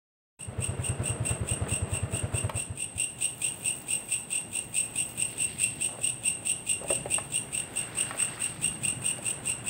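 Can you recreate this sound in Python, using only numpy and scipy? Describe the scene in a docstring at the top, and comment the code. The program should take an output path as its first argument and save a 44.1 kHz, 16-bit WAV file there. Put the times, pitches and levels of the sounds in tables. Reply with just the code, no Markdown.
"""A cricket in a yard at night chirps nearly five times a second, a few wing strokes to a chirp, echoing off walls.
Each stroke drags a scraper over a file of teeth, and every tooth rings the wing; friction adds a hiss.
A single-cylinder engine idles nearby in low puffs and rattling metal, is switched off with a click and
coasts to a stop after a few slower puffs. Then only the cricket, a few light knocks (ringing modes and a crack
of noise), faint ticks of noise, a high fizz and a distant murmur and rumble of coloured noise remain."""
import sys
import numpy as np
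from scipy import signal
from scipy.fft import rfft, irfft, next_fast_len
from scipy.io import wavfile
from scipy.ndimage import uniform_filter1d, map_coordinates

SR = 44100
rng = np.random.default_rng(int(sys.argv[2]) if len(sys.argv) > 2 else 0)


def materialize(psi):
    """Save the field psi as 16-bit PCM at rate SR to the path in sys.argv[1].

    A 1-D psi becomes a single channel; in a 2-D psi each row is a channel.
    """
    bounded = np.clip(np.atleast_2d(psi).T, -1, 1)
    quanta = np.round(bounded * 32767).astype(np.int16)
    wavfile.write(sys.argv[1], SR, quanta)


N = 427329

# Loudness of the cricket through the night. Each row: time in seconds, level in dB before each sound's own offset.
CRICKET_LOUDNESS = [(.42, -35), (.63, -28.5), (1.6, -25), (2.35, -28), (2.79, -29), (3.0, -24),
                    (5.0, -23.5), (7.3, -23), (7.8, -24.5), (8.6, -23.5), (9.69, -23.2)]

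SWITCH_OFF_S, STANDSTILL_S = 2.494, 3.05  # the engine is cut, the engine gives its last sound


def amp(db):
    """Decibels to gain."""
    return 10 ** (np.asarray(db) / 20)


def unit(x):
    """Scale to rms 1."""
    return x / np.sqrt(np.mean(x ** 2) + 1e-20)


def along(points, hz):
    """Interpolate (Hz, value) points on a log frequency axis."""
    f, v = np.transpose(points)
    return np.interp(np.log(hz + 1), np.log(f + 1), v)


def curve(rows):
    """One value per sample from (seconds, value) rows."""
    return np.interp(np.arange(N) / SR, *np.transpose(rows))


def wobble(rate):
    """A smooth random curve with rate knots a second."""
    knots = rng.standard_normal(int(N * rate / SR) + 4)
    return map_coordinates(knots, [np.arange(N) * rate / SR])


def filtered(x, response):
    """Apply a gain that is a function of frequency."""
    m = next_fast_len(N + SR // 2)
    return irfft(rfft(x, m) * response(np.fft.rfftfreq(m, 1 / SR)), m)[:N]


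def noise(spectrum):
    """Noise of rms 1 with the given colour."""
    return unit(filtered(rng.standard_normal(N), lambda hz: amp(along(spectrum, hz))))


def impulse(spectrum, size=1024):
    """Minimum-phase impulse response with the given colour, by folding the cepstrum onto positive time."""
    cepstrum = irfft(np.log(amp(along(spectrum, np.fft.rfftfreq(size, 1 / SR)))))
    cepstrum[1:size // 2] *= 2
    cepstrum[size // 2 + 1:] = 0
    return irfft(np.exp(rfft(cepstrum)))


def add(track, s, sound):
    """Mix a sound into the track at time s in seconds."""
    i = int(np.clip(round(s * SR), 0, N))
    track[i:i + len(sound)] += sound[:N - i]


def night(rumble_db=1.5, murmur_db=2.1, rustle_octaves=0.85, swell_db=2.0, crackle_db=3.5):
    """A distant murmur and rumble of coloured noise, with soft, crackly rustles swelling over it."""
    # Colours of the two distant noises. Each row: frequency in Hz, relative density in dB per Hz.
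    rumble_colour = [(15, -64), (25, -49), (35, -78), (45, -12), (86, -5), (124, 1.5), (167, -3.5),
                     (320, -11.5), (350, -13.5), (460, -21), (770, -120)]
    murmur_colour = [(150, -2), (280, 1), (450, -1), (800, -2), (1200, -10), (2000, -11), (3500, -16),
                     (5000, -27.5), (9000, -45), (15500, -34)]
    # Their slow rise and fall. Each row: time in seconds, level in dB before the offset above.
    rumble_level = [(2.8, -51.5), (4.6, -52.5), (5.5, -48.5), (6.7, -50.5), (7.0, -46), (8.35, -50.5),
                    (8.65, -43), (9.2, -47.5), (9.69, -48)]
    murmur_level = [(2.8, -54.5), (3.6, -52), (6.75, -52), (6.95, -49.5), (7.55, -50.3), (8.1, -48),
                    (8.5, -51), (9.69, -49)]
    # Soft swells of rustling. Each row: peak time in seconds, 1/e half-width in seconds, level in dB, centre in Hz.
    rustles = [(5.55, 0.29, -52, 2705), (5.94, 0.043, -48, 687), (6.86, 0.055, -47, 606),
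               (8.13, 0.52, -48.5, 1600), (8.3, 0.48, -55, 3170), (9.3, 1, -55.5, 1350)]
    t = np.arange(N) / SR
    out = amp(curve(rumble_level) + rumble_db + 1.35 * wobble(11)) * noise(rumble_colour)
    out += amp(curve(murmur_level) + murmur_db + 0.52 * wobble(12)) * noise(murmur_colour)
    for s, width, db, centre in rustles:
        def band(hz):
            return np.exp(-(np.log2((hz + 1) / centre) / rustle_octaves) ** 2)

        rustle = unit(filtered(rng.standard_normal(N), band))
        swell = np.exp(-((t - s) / width) ** 2)
        out += amp(db + swell_db * wobble(35) + crackle_db * wobble(260)) * swell * rustle
    return out


def fizz(flicker_db=4, drift_db=2):
    """A faint, high hiss whose level flickers quickly and drifts more slowly."""
    # Loudness of the fizz. Each row: time in seconds, level in dB around which it flickers.
    fizz_level = [(.6, -72.5), (2.45, -66), (2.85, -74), (3.46, -53), (3.99, -52), (4.35, -61.5),
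                  (5.1, -53), (5.69, -56), (6.1, -64), (6.95, -60), (7.75, -61), (8.15, -57), (9.69, -66)]
    colour = [(3000, -27), (6000, -8), (10000, -4), (12500, -4), (15000, 3)]  # Hz, relative dB
    return amp(curve(fizz_level) + flicker_db * wobble(240) + drift_db * wobble(28)) * noise(colour)


def ticks(level_db=-5, t60=0.0145, faint_db=-54, count=150):
    """Tiny dry bursts of dying noise: a few clear ones, and many faint ones once the engine has stopped."""
    # The clear ticks. Each row: start in seconds, level in dB before the common offset level_db.
    clear = [(2.4964, -33), (3.8157, -40), (4.4134, -33), (5.0904, -32), (5.1118, -36.5), (6.8369, -35),
             (8.3584, -43.5), (9.183, -33.5)]
    out, t = np.zeros(N), np.arange(SR // 30) / SR
    faint_times = rng.uniform(STANDSTILL_S, N / SR, count)
    faint = np.column_stack([faint_times, rng.normal(faint_db, 3, count)])
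    for s, db in [*clear, *faint]:
        add(out, s, amp(db + level_db - 60 * t / t60) * rng.standard_normal(len(t)))
    return out


def knocks(level_db=-8, crack_db=-3, crack_t60=0.06, tilt=0.71):
    """Light blows and clicks: a hollow object rings in its modes under a crack of noise, brighter or duller."""
    # The blows. Each row: start in seconds, level in dB before level_db, treble balance in dB before the tilt.
    blows = [(2.494, -23.5, 5), (5.887, -37.5, -7), (5.985, -32.5, -19), (6.425, -39.5, -13),
             (6.814, -32.5, -18), (6.843, -27.5, -24), (6.901, -17.5, -20.5), (6.92, -23, -36),
             (7.057, -23.5, -16.5), (7.182, -23.5, 7), (8.108, -25.5, 13), (8.146, -31, 2),
             (9.188, -33, -28)]
    # Modes of the hollow object. Each row: nominal frequency in Hz, relative level in dB, decay time t60 in seconds.
    modes = [(393, -8.5, 0.052), (565, 1, 0.059), (670, -1, 0.085), (826, 0, 0.047), (1102, -5, 0.045),
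             (1320, -11.5, 0.057), (1843, -14, 0.043), (2080, -35, 0.061)]
    contact_colour = [(150, -19), (450, -8.5), (2000, -3), (3200, -11), (9000, -41)]  # Hz, relative dB
    out, t = np.zeros(N), np.arange(SR // 5) / SR
    for s, db, treble_db in blows:
        def brightness_db(hz):
            octaves = np.log2(np.clip(hz, 500, 2000) / 700)
            return tilt * (treble_db + 5.5) * octaves

        ring = np.zeros(len(t))
        for hz, mode_db, t60 in modes:
            start_db = mode_db + rng.normal(0, 2.5) + brightness_db(hz)
            turns = hz * rng.normal(1, 0.038) * t + rng.random()
            ring += amp(start_db - 60 * t / t60) * np.sin(2 * np.pi * turns)
        contact = impulse([(hz, mode_db + brightness_db(hz)) for hz, mode_db in contact_colour])
        crack = unit(signal.lfilter(contact, 1, rng.standard_normal(len(t))))
        crack = crack * amp(crack_db - 60 * t / crack_t60)
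        blow = (ring + crack) * (1 - np.exp(-t / 0.00085))  # soft onset
        add(out, s, amp(db + level_db) * blow / np.std(blow[:SR // 100]))
    return out


def engine_speed(t, coast_s=.365):
    """Speed as a share of idle: steady until the switch-off, then dying away exponentially."""
    return np.exp(-np.maximum(t - SWITCH_OFF_S, 0) / coast_s)


def engine_db(t, speed_db=15):
    """The engine grows quieter as it slows, by speed_db in the limit of zero speed."""
    # Loudness of the idling engine. Each row: time in seconds, level in dB before slowing and each part's offset.
    idle_level = [(.4, -34), (.58, -24), (1.2, -21), (2.5, -22)]
    return np.interp(t, *np.transpose(idle_level)) - speed_db * (1 - engine_speed(t))


def puff_times(first_puff_s=.4885, idle_cycle_s=.1032):
    """One puff each time the engine completes a cycle, so the puffs spread out as it slows."""
    t = np.arange(first_puff_s, STANDSTILL_S, 1 / SR)
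    cycles = np.cumsum(engine_speed(t)) / SR / idle_cycle_s
    return np.interp(np.arange(cycles[-1]), cycles, t)


def exhaust(scatter_db=0.7, width_cycles=0.82, pipe_hz=138, pipe_db=-8, pipe_t60=0.17, overtone_db=-17):
    """Each puff is a short low swing of air that leaves the silencer ringing."""
    puff_hz, sag_hz, scatter_hz = 99, 16, 3.6  # pitch at idle, its fall toward zero speed, its spread
    out, t = np.zeros(N), np.arange(-SR // 25, SR // 7) / SR
    for s in puff_times():
        hz = puff_hz - sag_hz * (1 - engine_speed(s)) + scatter_hz * rng.normal()
        turn = 2 * np.pi * hz * t
        swing = np.sin(turn) + amp(overtone_db) * np.sin(2 * turn)
        puff = np.exp(-(hz * t / width_cycles) ** 2) * swing
        after = np.maximum(t - 1 / hz, 0)  # the ringing starts one period after the middle of the puff
        ring = amp(pipe_db - 60 * after / pipe_t60) * np.sin(2 * np.pi * pipe_hz * after)
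        add(out, s + t[0], amp(engine_db(s) + scatter_db * rng.normal()) * (puff + ring))
    return out


def clatter(level_db=-22.0, contact_db=3, contact_decay=0.013, hiss_db=-17, scatter_db=3.5):
    """The engine's moving parts rattle at fixed points of each cycle, and fall silent with the last turns."""
    # Colour of the metal casing. Each row: frequency in Hz, relative density in dB per Hz.
    casing = [(120, -3.5), (200, -0.5), (253, -4), (409, -4), (487, -1), (528, -8.5), (628, -1),
              (740, -10.5), (1210, -13), (2140, -19), (2300, -32.5), (2990, -54), (5060, -120)]
    # Valve gear contacts in each cycle. Each row: delay from the puff in seconds, relative level in dB.
    contacts = [(-.023, -0.5), (-.011, 0), (-.002, -1.5), (.015, 0), (.042, -2.5), (.053, -11)]
    hiss_colour = [(1500, -17.5), (2500, 3.0), (4000, -11), (7000, -26), (12000, -32)]  # Hz, relative dB
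    t = np.arange(N) / SR
    blows = np.zeros(N)
    decay = np.exp(-np.arange(SR // 10) / SR / contact_decay)
    for s in puff_times():
        for delay, db in contacts:
            add(blows, s + delay, amp(db + contact_db + scatter_db * rng.normal()) * decay)
    running = np.interp(t, [SWITCH_OFF_S, STANDSTILL_S], [1, 0])
    metal = noise(casing) + amp(hiss_db) * noise(hiss_colour)
    level = amp(engine_db(t) + level_db + 0.8 * wobble(24.84))
    return running * level * np.hypot(1, blows) * metal  # a steady rustle of metal under the blows


def chirp_times():
    """Chirps follow each other evenly within each stretch; the pace shifts slightly between stretches."""
    # Pace of the cricket. Each row: first chirp of the stretch in seconds, gap between chirps in seconds.
    pace = [(0.413, 0.21725), (3.004, 0.22), (3.909, .2155), (5.202, 0.21), (6.048, .2162), (9.065, 0.208)]
    ends = [s for s, _ in pace[1:]] + [N / SR + pace[-1][1]]
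    stretches = [np.arange(s, end - gap / 2, gap) for (s, gap), end in zip(pace, ends)]
    return np.concatenate(stretches)


def scrape(level_db=-18.0, lag=0.0046, width=0.042):
    """Friction of the scraper on the file: a rough hiss that swells and fades with each chirp."""
    # Colour of the friction. Each row: frequency in Hz, relative density in dB per Hz.
    friction = [(1900, -28), (2500, 3), (3450, 3.5), (4100, -6.5), (4900, -11.5), (5600, -9.5),
                (6500, -6.5), (7800, 7.5), (9200, 8), (10200, -40.5), (12200, -13), (13800, -13),
                (15500, 1)]
    t = np.arange(-SR // 8, SR // 8) / SR
    pressure = np.zeros(N)
    for s in chirp_times():
        add(pressure, s + lag + t[0], np.exp(-(t / width) ** 2))
    return pressure * amp(curve(CRICKET_LOUDNESS) + level_db + 3.9 * wobble(250)) * noise(friction)


def stroke(wing, tooth_hz, glide, jitter, rough_db, slide_db, rise, fall, count=62):
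    """The scraper slides in lightly, speeds up, bites into the file and lets go; each tooth rings the wing.
    Returns the time to the loudest point, and the sound scaled to it."""
    place = np.linspace(-1, 1, count)  # position of each tooth along the file
    rate = tooth_hz * rng.normal(1, 0.014) * (1 + glide * place)
    when = np.cumsum((1 + jitter * rng.standard_normal(count)) / rate)
    bite = when[count // 2]
    distance = np.abs(when - bite)
    sliding_in = np.maximum(amp(slide_db), np.exp(-distance / rise))
    grip = np.where(when < bite, sliding_in, np.exp(-distance / fall))
    force = grip * amp(rough_db * rng.standard_normal(count))
    strikes = np.sinc(np.arange(SR // 32) - when[:, None] * SR)  # places each strike between samples
    sound = signal.fftconvolve(force @ strikes, wing)
    power = uniform_filter1d(sound ** 2, SR // 100)
    return power.argmax() / SR, sound / np.sqrt(power.max())


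def cricket():
    """Each chirp builds from a faint touch and a slow, scratchy stroke of the wings to three full ones."""
    # Sound radiated by the wings for one tooth strike. Each row: frequency in Hz, relative level in dB.
    wing_colour = [(1800, -42), (2400, -13), (2660, -13), (2780, -6.5), (2950, -15.5), (3500, -12),
                   (4800, -26.5), (5300, -30), (5600, -23.5), (6300, -28.5), (7600, -18), (8400, 4),
                   (9100, -7), (10000, -23), (12200, -39), (13900, -27), (15600, -26)]
    # Light strokes leading into a chirp. Each row: nominal delay from the chirp's time in seconds, relative dB.
    lead_in = [(-.04, -24.5), (-.022, -12)]
    # Full strokes of a chirp. Each row: nominal delay from the chirp's time in seconds, relative level in dB.
    full_strokes = [(-.002, -3), (.019, -2), (.04, -4.5)]
    chirp_scatter_s, stroke_scatter_s = .002, .002  # timing slack of a whole chirp and of one stroke
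    spread_scatter = .11  # some chirps are drawn out, others hurried
    effort_scatter_db, lead_scatter_db, stroke_scatter_db = 0.53, 3.5, 1.5
    lead_tooth_hz, full_tooth_hz = 2520, 2711  # teeth struck per second, before each stroke's own variation
    rise_hz_per_s = 1000  # the wings move faster as the chirp goes on
    out, wing, starts = np.zeros(N), impulse(wing_colour), chirp_times()
    for s, (slack, spread, effort) in zip(starts, rng.standard_normal((len(starts), 3))):
        chirp_db = np.interp(s, *np.transpose(CRICKET_LOUDNESS)) + effort_scatter_db * effort

        def when(delay):
            chirp_s = s + chirp_scatter_s * slack
            return chirp_s + delay * (1 + spread_scatter * spread) + stroke_scatter_s * rng.normal()

        for delay, db in lead_in:
            peak_s, sound = stroke(wing, tooth_hz=lead_tooth_hz, glide=.06, jitter=.09, rough_db=3.5,
                                   slide_db=-15.5, rise=0.0016, fall=0.016, count=70)
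            add(out, when(delay) - peak_s, amp(chirp_db + db + lead_scatter_db * rng.normal()) * sound)
        for delay, db in full_strokes:
            tooth_hz = full_tooth_hz + rise_hz_per_s * delay
            peak_s, sound = stroke(wing, tooth_hz=tooth_hz, glide=.06, jitter=.056, rough_db=3.0,
                                   slide_db=-7, rise=.002, fall=.009)
            add(out, when(delay) - peak_s, amp(chirp_db + db + stroke_scatter_db * rng.normal()) * sound)
    return out


def yard(x, delay=.008, count=24):
    """Walls and foliage scatter the sound; the pattern of echoes drifts as the microphone moves."""
    # How long the yard rings. Each row: frequency in Hz, decay time t60 in seconds.
    yard_t60 = [(150, 0.18), (1000, 0.38), (2800, 0.42), (8400, 0.42), (11000, 0.37), (15000, 0.16)]
    out, place = np.zeros(N), np.linspace(0, count - 1, N)
    for k in range(count):
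        hz, t, bins = signal.stft(rng.standard_normal(SR // 2), SR, nperseg=256)
        decay = amp(-60 * t / along(yard_t60, hz)[:, None])
        tail = signal.istft(bins * decay, SR, nperseg=256)[1]
        near = np.flatnonzero(np.abs(place - k) < 1)
        part = x[near] * np.cos(np.pi / 2 * (place[near] - k))  # crossfade from one pattern to the next
        add(out, near[0] / SR + delay, signal.fftconvolve(part, tail / np.linalg.norm(tail)))
    return out


def scene(cricket_wet_db=-7, other_wet_db=-13):
    """Cricket, engine and small sounds with the echoes of the yard, over the night background and the fizz."""
    insect = cricket() + scrape()
    others = exhaust() + clatter() + knocks() + ticks()
    echo = yard(amp(cricket_wet_db) * insect + amp(other_wet_db) * others)
    return (insect + others + echo + night() + fizz())[None]


def record(dry, low_hz=44, top_hz=15750, start_s=.39):
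    """The sound fades in from silence; the microphone loses the deepest bass and all above its band limit."""
    fade = np.interp(np.arange(N) / SR, [start_s, start_s + .004, start_s + .2], [0, .7, 1])

    def microphone(hz):
        return (hz < top_hz) * hz ** 3 / np.hypot(hz ** 3, low_hz ** 3)

    return filtered(dry[0] * fade, microphone)[None]


dry = scene()
out = record(dry)
materialize(out)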